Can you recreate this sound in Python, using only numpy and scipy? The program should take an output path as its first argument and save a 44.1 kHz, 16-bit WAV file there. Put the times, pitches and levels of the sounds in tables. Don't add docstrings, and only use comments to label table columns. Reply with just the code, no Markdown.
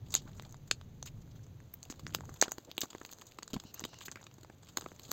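import sys
import numpy as np
from scipy import signal
from scipy.fft import rfft, irfft
from scipy.io import wavfile
from scipy.ndimage import uniform_filter1d

SR = 44100
rng = np.random.default_rng(int(sys.argv[2]) if len(sys.argv) > 2 else 0)


def unload_audio(sound):
    columns = np.transpose(np.atleast_2d(sound))
    steps = np.round(np.clip(columns, -1, 1) * 32767)
    wavfile.write(sys.argv[1], SR, steps.astype(np.int16))


N = 225792

# start_s [s], knock_db, crack_db, ring_db, sizzle_db [dB], knock_pitch_hz [Hz], length_ms [ms]
CREASE_SNAPS = [(.1062, -58, -50.5, -46, -61, 1060, 5.6), (.1235, -60, -48, -43, -54, 980, 7.2),
                (.1308, -53, -51, -62, -69, 990, 2.7), (.1412, -37, -23.5, -23.5, -30, 1240, 2),
                (.1513, -34, -23.5, -15.5, -55, 1450, 1.4), (.1626, -49.5, -34.5, -32.5, -63, 870, 13),
                (.2772, -54, -62, -73, -77, 1080, 3.8), (.316, -62, -63, -61, -74, 1500, 1.2),
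                (.3972, -43, -41.5, -47, -64, 800, 0.23), (.423, -55.5, -53, -49, -54, 1200, 1.1),
                (.467, -72, -67, -62, -70, 1000, 1.2), (.4937, -71, -67, -58, -72, 910, 1.6),
                (.5096, -74, -67, -53, -72, 940, 1.9), (.525, -64, -58, -47.5, -57, 950, 0.49),
                (.544, -48, -52.5, -53, -67, 985, 1.1), (.677, -66, -59, -55.5, -64, 1100, 6.4),
                (.7124, -28.5, -17.5, -19, -53, 1850, 1.12), (.813, -49.5, -49, -53.5, -72.5, 1230, 0.81),
                (1.0273, -45.5, -38.5, -35, -57, 860, 0.8), (1.0605, -54, -48.5, -44.5, -52.5, 1170, 9.2),
                (1.0734, -62.5, -46, -49.5, -60, 1300, 17), (1.603, -55.5, -63, -59.5, -79.5, 1405, 1.1),
                (1.7395, -54, -61, -47, -37.5, 1400, 2.9), (1.8297, -63, -44.5, -40, -55, 1210, 0.67),
                (1.8364, -64, -66, -47, -59, 930, 0.89), (1.8528, -66, -51.5, -53, -58, 930, 2.1),
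                (1.9003, -46, -42, -41.5, -55, 880, 1.2), (1.907, -54.5, -49, -43, -56.5, 1720, 20),
                (1.925, -47.5, -45, -49, -63, 900, 0.45), (1.9407, -57, -64, -59, -78, 1300, 1.6),
                (1.9954, -48, -47.5, -51.5, -57, 990, 3.7), (2.0669, -39, -37.5, -51, -64, 1710, .89),
                (2.08, -56, -68, -68, -78, 900, 1.8), (2.0939, -54, -72, -67, -77, 1500, .54),
                (2.1063, -58, -55.5, -57, -70, 1670, 2.7), (2.125, -66, -54, -56, -71, 860, 2.2),
                (2.137, -60, -48, -59, -64, 1020, 0.93), (2.1425, -58, -57, -49, -50, 1020, 5.5),
                (2.1484, -30, -22, -23.5, -30, 1340, 1), (2.157, -54, -59, -66, -46, 1040, 2.4),
                (2.1865, -52, -68, -67, -71, 1200, 2.1), (2.2078, -42.5, -49, -48.5, -66, 1060, 0.3),
                (2.2546, -57, -65, -49.5, -63, 1050, 0.48), (2.2925, -46, -60, -66, -80, 1190, 1.6),
                (2.3413, -55.5, -55, -49, -54, 1130, 3), (2.4148, -34, -34, -12, -30, 1610, 1.2),
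                (2.4192, -50.5, -44, -36, -55, 1000, .8), (2.4247, -18, -20, -18, -60, 905, 1.16),
                (2.4347, -39, -33, -42, -49, 965, 10.5), (2.4572, -45, -71, -50, -72, 860, 11),
                (2.4818, -40, -45.5, -49, -59, 1190, 3.4), (2.512, -60, -46, -42, -63, 900, 1),
                (2.519, -34.5, -48, -27, -38, 884, 1.36), (2.5828, -43, -41, -42, -50, 1050, 1.26),
                (2.649, -62, -53.5, -51, -61, 1170, 2), (2.7149, -51.5, -38, -69, -49.5, 1230, .57),
                (2.768, -61, -53, -51, -72, 1590, 1.4), (2.7801, -36, -24.5, -33, -34, 970, 0.65),
                (2.785, -55, -58, -58, -61, 1050, 2.4), (2.8075, -57, -48, -32, -33, 955, 0.56),
                (2.8161, -41, -25.5, -25.5, -36.5, 1860, 3.1), (2.8334, -40, -39.5, -40, -48, 900, 7.5),
                (2.8558, -51, -70, -49, -61, 940, 3.1), (2.905, -53.5, -45, -45.5, -57, 990, 5.1),
                (2.931, -47.5, -48, -56, -69, 1060, 1.9), (2.9496, -42, -61, -47.5, -67, 1110, 1.5),
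                (2.9571, -53, -59, -64, -72, 1150, 1.1), (2.9826, -56, -50, -49.5, -68, 1150, 1.5),
                (3.001, -71, -60, -56, -70, 1370, 1.8), (3.015, -44.5, -66, -52, -72, 1180, 2.8),
                (3.0327, -63, -68, -53, -67, 940, .95), (3.0503, -44, -38.5, -45, -49, 1190, 1.1),
                (3.0624, -70, -51, -47, -50, 950, 0.54), (3.092, -54, -48.5, -56, -65, 1160, 1.8),
                (3.115, -73, -49.5, -47, -51, 940, 6.4), (3.1266, -52, -44.5, -43.5, -53, 830, 1.6),
                (3.133, -56, -47, -42.5, -50, 840, 0.91), (3.1858, -56, -50.5, -49, -59, 1300, 1.1),
                (3.2138, -55, -46.5, -61, -54, 1050, 0.8), (3.219, -49.5, -49, -49, -60, 890, 3.1),
                (3.2688, -86, -55, -48.5, -55, 970, 2.3), (3.3207, -74, -48.5, -51, -69, 1470, 0.29),
                (3.3873, -38.5, -42.5, -47, -55, 1200, 2), (3.426, -46, -49, -69, -73, 1630, 0.57),
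                (3.4301, -47, -38, -37.5, -52.5, 1150, 1.4), (3.4784, -48, -43, -41, -58, 1500, 1.05),
                (3.505, -57, -53, -53, -58, 1160, 7.1), (3.5332, -52, -37, -38.5, -51, 760, 0.53),
                (3.5401, -42.5, -38, -40, -46.5, 1280, 5.9), (3.5647, -41, -50.5, -54, -71, 870, 4.5),
                (3.6, -53, -40, -41.5, -57, 1430, 2.3), (3.638, -53.5, -55.5, -53, -56, 930, 1.8),
                (3.7427, -54.5, -50.5, -40.5, -41.5, 1110, 4.3), (3.795, -50, -41, -35, -73, 845, 0.24),
                (3.8033, -50, -56, -43, -48, 1120, 1.1), (3.81, -47.5, -50, -51, -54, 1020, 2.1),
                (3.8401, -44.5, -33, -69, -53, 1470, 1.9), (3.8511, -40, -34.5, -37, -46, 900, 3.2),
                (3.9332, -51, -54, -66, -72, 934, 6.2), (3.943, -58, -47, -58, -76, 1000, 1.4),
                (3.9874, -57, -52, -47.5, -59, 1360, 1.3), (4.0081, -67, -44, -52, -55, 1540, 0.55),
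                (4.0123, -46, -46, -52, -61, 1360, 1.7), (4.021, -75, -48.5, -50, -61, 1590, 19),
                (4.0575, -82, -45, -42.5, -46, 1520, 10), (4.0827, -39, -47, -46, -68, 2040, 1.6),
                (4.1155, -55, -42, -35, -79, 1450, 0.42), (4.12, -49.5, -47.5, -46, -62, 1200, 3.8),
                (4.1581, -41, -50, -51, -60, 1830, 2.2), (4.1708, -50, -60, -62, -67, 1450, 3.9),
                (4.212, -54.5, -64, -63, -72, 1240, 1.6), (4.229, -53, -52, -68, -73, 1030, 3.2),
                (4.2407, -57, -54, -49.5, -69, 1070, 3.3), (4.2675, -49.5, -44.5, -59, -67, 1340, 2.3),
                (4.3133, -60, -55.5, -62, -73, 1120, 2.4), (4.341, -68, -60, -54.5, -62, 1230, 2.8),
                (4.3834, -60, -61, -58, -74, 780, 4.1), (4.411, -71, -57, -56, -65, 1000, 1.5),
                (4.4326, -58, -51, -50.5, -60.5, 1630, 3.3), (4.4476, -49, -57, -59, -77, 930, 1.4),
                (4.4991, -50, -61, -60, -73, 1024, 2.2), (4.6315, -58, -55, -55, -72, 1140, 5.2),
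                (4.66, -66, -58.5, -62, -72, 1200, 0.98), (4.6708, -73, -55.5, -62, -79, 1570, 0.9),
                (4.6777, -60, -57, -60, -74, 820, 1.3), (4.6895, -57.5, -50, -51.5, -61, 1210, 8.9),
                (4.7722, -29.5, -25.5, -24, -34, 1400, 1.65), (4.7838, -40, -43, -52, -49, 880, 1.4),
                (4.7968, -66, -59, -52, -50, 1250, .9), (4.8108, -44.5, -40, -39, -53, 1210, 1.1),
                (4.8208, -50, -50, -57, -61, 1130, 3.6), (4.8417, -56, -52, -51, -61, 1050, 1.5),
                (4.8617, -38.5, -74, -59, -74, 940, 2.1), (4.9177, -48.5, -71, -56, -77, 810, 1.5),
                (4.9625, -63, -63, -54.5, -75, 1160, 2.7), (4.996, -51, -44, -49, -52, 980, 1.9),
                (5.034, -65, -52.5, -48, -65, 930, 5.6), (5.051, -77, -50, -50, -64, 810, 7.2),
                (5.1159, -34.5, -28, -25, -28, 1150, 0.29)]
# [dB, for snaps only]
SOUNDING_PARTS = [(328, 220, 2), (1020, 984, 5), (3904, 1950, 4.5), (6735, 1050, 1), (14000, 2800, 4)]
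BREAK_PUSH_DB = [14.3, 16.2, 6.5, 4, 3]
BREAK_PUSH_SIGN = [-1, 1, 1, 1, 1]
SNAP_WIDTH_SHARE = [1, 0.64, 0.82, 0.97, 1]
THUD_DB = -7
CRACK_OCT_PER_DB = 0.09


def snaps(table, build=0.36, fade=0.98, grit_db=-1.0, lead_ms=6):
    out = np.zeros(N)
    ms = np.arange(1024) * 1000 / SR - lead_ms
    chance = rng.standard_normal((len(table), 2, len(ms)))
    box, card, film_crack, film_ring, film_sizzle = SOUNDING_PARTS
    pushes = BREAK_PUSH_SIGN * undb(BREAK_PUSH_DB)
    for row, (noise, grit) in zip(table, chance):
        start_s, knock_db, crack_db, ring_db, sizzle_db, knock_hz, length_ms = row
        u = ms / max(length_ms, .3)
        envelope = np.exp(np.where(u < 0, u / build, -u / fade))
        slip = envelope * noise * undb(grit_db * grit)
        click = np.arange(len(u)) == np.argmax(u >= 0)
        octaves = np.clip(CRACK_OCT_PER_DB * (ring_db - crack_db), -.4, .4)
        pitches = [box[0], knock_hz, film_crack[0] * 2 ** octaves, film_ring[0], film_sizzle[0]]
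        levels = [knock_db + THUD_DB, knock_db, crack_db, ring_db, sizzle_db]
        parts = zip(pitches, SOUNDING_PARTS, levels, pushes, SNAP_WIDTH_SHARE)
        for hz, (_, width_hz, trim_db), level_db, push, share in parts:
            sound = ring(slip + push * click, hz, share * width_hz)
            peak = np.sqrt(uniform_filter1d(sound ** 2, size=64).max())
            add(out, max(start_s - lead_ms / 1000, 0), sound * undb(level_db + trim_db) / peak)
    return out


# [dB, raises mostly the ring and the knock]
FINGER_WORK = [(0, -75.5, -5), (.16, -59.5, -4), (.33, -69, -2), (.48, -64, -2), (.6, -77.5, 3.5),
               (1.3, -73.5, -4), (1.7, -73, 0), (1.87, -67, -5), (2.01, -65, -7), (2.48, -61, 2),
               (2.76, -70.5, -10), (2.95, -60.5, -11), (3.26, -66.5, 4), (3.45, -71, -18),
               (3.65, -62.5, -2.5), (3.95, -68, 1.5), (4.06, -62, 1), (4.24, -70, -5), (4.62, -74.5, 0),
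               (4.82, -57, 0.5), (4.99, -65.5, -7), (5.12, -49, -4)]
CRACKLE_BALANCE_DB = [-3, -1, -0.5, -7.5]
CRACKLE_PER_S, CRACKLE_SPREAD_DB, CRACKLE_MS = 1700, 4.5, 2


def crackle():
    happens = rng.random(N) < CRACKLE_PER_S / SR
    ticks = happens * undb(CRACKLE_SPREAD_DB * rng.exponential(size=N))
    fade = np.exp(-1000 / (CRACKLE_MS * SR))
    grains = signal.lfilter([1], [1, -fade], ticks) * rng.standard_normal(N)
    level_db, colour_db = curves(FINGER_WORK)
    colour_shares = [0.64, 0, 0.82, 0.076]
    out = np.zeros(N)
    for band_db, share, (hz, width_hz, _) in zip(CRACKLE_BALANCE_DB, colour_shares, SOUNDING_PARTS[1:]):
        out += undb(level_db + band_db + share * colour_db) * unit(ring(grains, hz, width_hz))
    return out


STRAY_PER_S, STRAY_MS = 9, 3.3
STRAY_DB, STRAY_COLOUR_DB = 4.5, 5


def strays():
    count = int(STRAY_PER_S * N / SR)
    where = rng.random(count)
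    chance = rng.standard_normal((count, 6))
    level_db = curves(FINGER_WORK)[0][(where * N).astype(int)] + STRAY_DB
    parts_db = level_db[:, None] + CRACKLE_BALANCE_DB + STRAY_COLOUR_DB * chance[:, :4]
    knock_hz = SOUNDING_PARTS[1][0] * 1.2 ** chance[:, 4]
    length_ms = STRAY_MS * 2.4 ** chance[:, 5]
    return np.column_stack([where * N / SR, parts_db, knock_hz, length_ms])


# [Hz, lowest band, unbent]
FILM_PULLS = [(3.64, 3.726, -62, 2825), (3.735, 3.84, -63, 2730), (3.86, 4.016, -64, 2764)]
# multiple [times the lowest pitch], width_hz [Hz], band_db [dB]
HISS_BANDS = [(1, 250, 1), (1.45, 630, 2), (2, 500, -14), (1.8, 1300, 1)]
SLIDE_EDGE_S = 0.024
SLIDE_BEND, SLIDE_WAVER = .02, 0.026


def slide():
    t, gain, hz = np.arange(N) / SR, np.zeros(N), np.zeros(N)
    waver = SLIDE_WAVER * unit(signal.lfilter(*signal.butter(2, 25, fs=SR), rng.standard_normal(N)))
    for start_s, end_s, level_db, pitch_hz in FILM_PULLS:
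        on = (t > start_s) & (t < end_s)
        gain += undb(level_db) * np.clip(np.minimum(t - start_s, end_s - t) / SLIDE_EDGE_S, 0, 1)
        bend = SLIDE_BEND * np.sin(np.pi * (t - start_s) / (end_s - start_s))
        hz += on * pitch_hz * (1 + waver + bend)
    phase = 2 * np.pi * np.cumsum(hz) / SR
    out = np.zeros(N)
    for multiple, width_hz, band_db in HISS_BANDS:
        slow = signal.lfilter(*signal.butter(2, width_hz / 2, fs=SR), rng.standard_normal((2, N)))
        band = slow[0] * np.cos(multiple * phase) + slow[1] * np.sin(multiple * phase)
        out += undb(band_db) * unit(band)
    return out * gain


# start_s [s], level_db [dB, before onset and decay], pitch_hz [Hz]
BOX_THUDS = [(.255, -35.5, 278), (1.188, -39.5, 173), (1.901, -29.5, 260), (1.926, -42, 252),
             (2.033, -36, 165), (2.047, -31.5, 146), (2.057, -34.5, 172), (2.081, -37, 147),
             (2.122, -39, 250), (2.165, -35, 196), (2.187, -38, 320), (2.291, -34.5, 315),
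             (2.4805, -27.5, 353), (2.5823, -29, 330), (2.688, -38, 300), (2.781, -30, 333),
             (2.834, -29, 306), (2.95, -29.5, 353), (3.0137, -34, 315), (3.3974, -46, 342),
             (3.428, -52, 348), (3.535, -23, 261), (3.54, -25.5, 387), (3.55, -35, 202), (3.557, -27, 245),
             (3.556, -45, 59.7), (3.5649, -23, 195), (3.651, -36.5, 200), (3.838, -29.5, 216),
             (3.85, -52, 216), (3.852, -30.5, 397), (3.82, -33, 325), (4.383, -43, 316),
             (4.432, -40.5, 330), (4.499, -36.5, 330), (4.826, -37, 330), (4.841, -39.5, 147),
             (4.862, -32.5, 360), (4.918, -37.5, 340), (5.092, -36, 254)]


def box_thuds(ring_cycles=0.79):
    out, t = np.zeros(N), np.arange(2048) / SR
    for start_s, level_db, hz in BOX_THUDS:
        envelope = np.tanh(4 * hz * t) * np.exp(-hz * t / ring_cycles)
        add(out, start_s, undb(level_db) * np.sin(2 * np.pi * hz * t) * envelope)
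    return out


# start_s [s], level_db [dB, before the swell], pitch_hz [Hz], length_ms [ms]
SKIN_BRUSHES = [(.156, -49, 4100, 56), (.25, -60, 1000, 57), (.272, -53, 1230, 13), (.29, -50, 890, 4.2),
                (.33, -55, 3500, 6.7), (.365, -59, 6950, 29), (.374, -60, 1500, 18), (.433, -56, 1970, 5.4),
                (.45, -59, 694, 28), (1.212, -60.5, 6900, 14), (1.215, -61, 3920, 14),
                (1.307, -59, 4200, 17), (1.349, -63, 3820, 35), (1.429, -59.5, 6300, 20),
                (1.856, -53.5, 610, 11), (2.233, -50, 880, 11), (2.26, -59.5, 460, 71),
                (2.303, -58, 1050, 21), (2.67, -51.5, 513, 36), (4.082, -51, 1920, 16),
                (4.114, -68, 1180, 13), (4.149, -61, 1930, 73)]
BRUSH_WIDTH = 0.32


def brushes():
    out = np.zeros(N)
    noises = rng.standard_normal((len(SKIN_BRUSHES), 4096))
    for (start_s, level_db, hz, length_ms), noise in zip(SKIN_BRUSHES, noises):
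        ms = np.arange(len(noise)) * 1000 / SR
        swell = np.sin(np.pi * np.clip(ms / length_ms, 0, 1))
        add(out, start_s, undb(level_db) * swell * unit(ring(noise, hz, BRUSH_WIDTH * hz)))
    return out


ROOM_T60_S, ROOM_DB = 0.073, -18.5
ROOM_GAP_MS, ROOM_DULL_HZ = 4.3, 6980


def room(x):
    s = np.arange(int(.4 * SR)) / SR
    build_up = 1 - np.exp(-(1000 * s / ROOM_GAP_MS) ** 2)
    tail = rng.standard_normal(len(s)) * build_up * undb(-60 * s / ROOM_T60_S)
    less_bass = signal.lfilter([1, -.8], 1, tail)
    tail = signal.lfilter(*signal.butter(2, ROOM_DULL_HZ, fs=SR), less_bass)
    return signal.fftconvolve(x, undb(ROOM_DB) * tail / np.sqrt(np.sum(tail ** 2)))[:N]


RUB_HZ, RUB_WIDTH_HZ = 287, 266
RUB_DB, RUB_FOLLOW = -64.5, 0.24


def palms():
    busy_db = curves(FINGER_WORK)[0]
    level_db = RUB_DB + RUB_FOLLOW * (busy_db - busy_db.mean())
    return undb(level_db) * unit(ring(rng.standard_normal(N), RUB_HZ, RUB_WIDTH_HZ))


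# start_s [s], drone_db [dB], deep_db [dB]
TRAFFIC_LEVELS = [(0, -47.5, -57.5), (.6, -54.5, -59), (1.24, -51.5, -57), (1.5, -51.5, -70),
                  (1.75, -58, -74), (2, -56, -61), (2.25, -48, -58), (2.5, -66, -71), (2.8, -65, -98),
                  (3, -68, -73), (3.35, -67, -70), (3.8, -63, -70), (4.3, -61, -77), (5.12, -60.5, -70)]
# pitch_hz [Hz], nominal width_hz [Hz]
RUMBLE_BANDS = [(110.6, 45), (37.3, 59)]


def traffic():
    out = np.zeros(N)
    for level_db, (hz, width_hz) in zip(curves(TRAFFIC_LEVELS), RUMBLE_BANDS):
        out += undb(level_db) * unit(ring(rng.standard_normal(N), hz, width_hz))
    return out


# [dB, relative]
HISS_COLOUR = [(180, -33.5), (300, -11), (2820, -12.5), (3960, -11), (5180, -17), (6670, -17.5),
               (9040, -44.5), (11100, -25.5), (15000, -17), (16000, -28), (16900, -55)]
AIR_DB = -68


def air():
    return undb(AIR_DB) * unit(colour(rng.standard_normal(N), HISS_COLOUR))


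def undb(db):
    return 10 ** (np.asarray(db) / 20)


def unit(x):
    return x / np.sqrt(np.mean(x ** 2))


def ring(x, hz, width_hz):
    b, a = signal.iirpeak(hz, hz / (2.12 * width_hz), fs=SR)
    return signal.lfilter(b, a, signal.lfilter(b, a, x))


def colour(x, points):
    hz, db = np.transpose(points)
    grid_hz = np.arange(513) * SR / 1024
    log_gain = np.interp(np.log(grid_hz + 1), np.log(hz), db) * np.log(10) / 20
    cepstrum = irfft(log_gain)
    cepstrum[1:512] *= 2
    cepstrum[513:] = 0
    return signal.lfilter(irfft(np.exp(rfft(cepstrum))), 1, x)


def curves(table):
    s, *columns = np.transpose(table)
    return [np.interp(np.arange(N) / SR, s, column) for column in columns]


def add(out, s, wave):
    i = int(s * SR)
    out[i:i + len(wave)] += wave[:N - i]


def scene():
    near = snaps(CREASE_SNAPS) + snaps(strays()) + crackle() + slide() + box_thuds() + brushes()
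    background = palms() + traffic() + air()
    return (near + room(near) + background)[None]


# pitch_hz [Hz], gain_db [dB]
PHONE_RESPONSE = [(100, 0.5), (5000, -6.5), (5400, -9.5), (6200, 0.5), (8000, -9.5), (8800, -22),
                  (11200, -23), (11800, -4), (15500, -4.5)]
SELF_NOISE_DB, TOP_HZ = -88.5, 15900


def record(dry):
    heard = colour(dry, PHONE_RESPONSE) + undb(SELF_NOISE_DB) * rng.standard_normal(dry.shape)
    return signal.sosfilt(signal.ellip(10, .2, 70, TOP_HZ, fs=SR, output="sos"), heard)


dry = scene()
out = record(dry)
unload_audio(out)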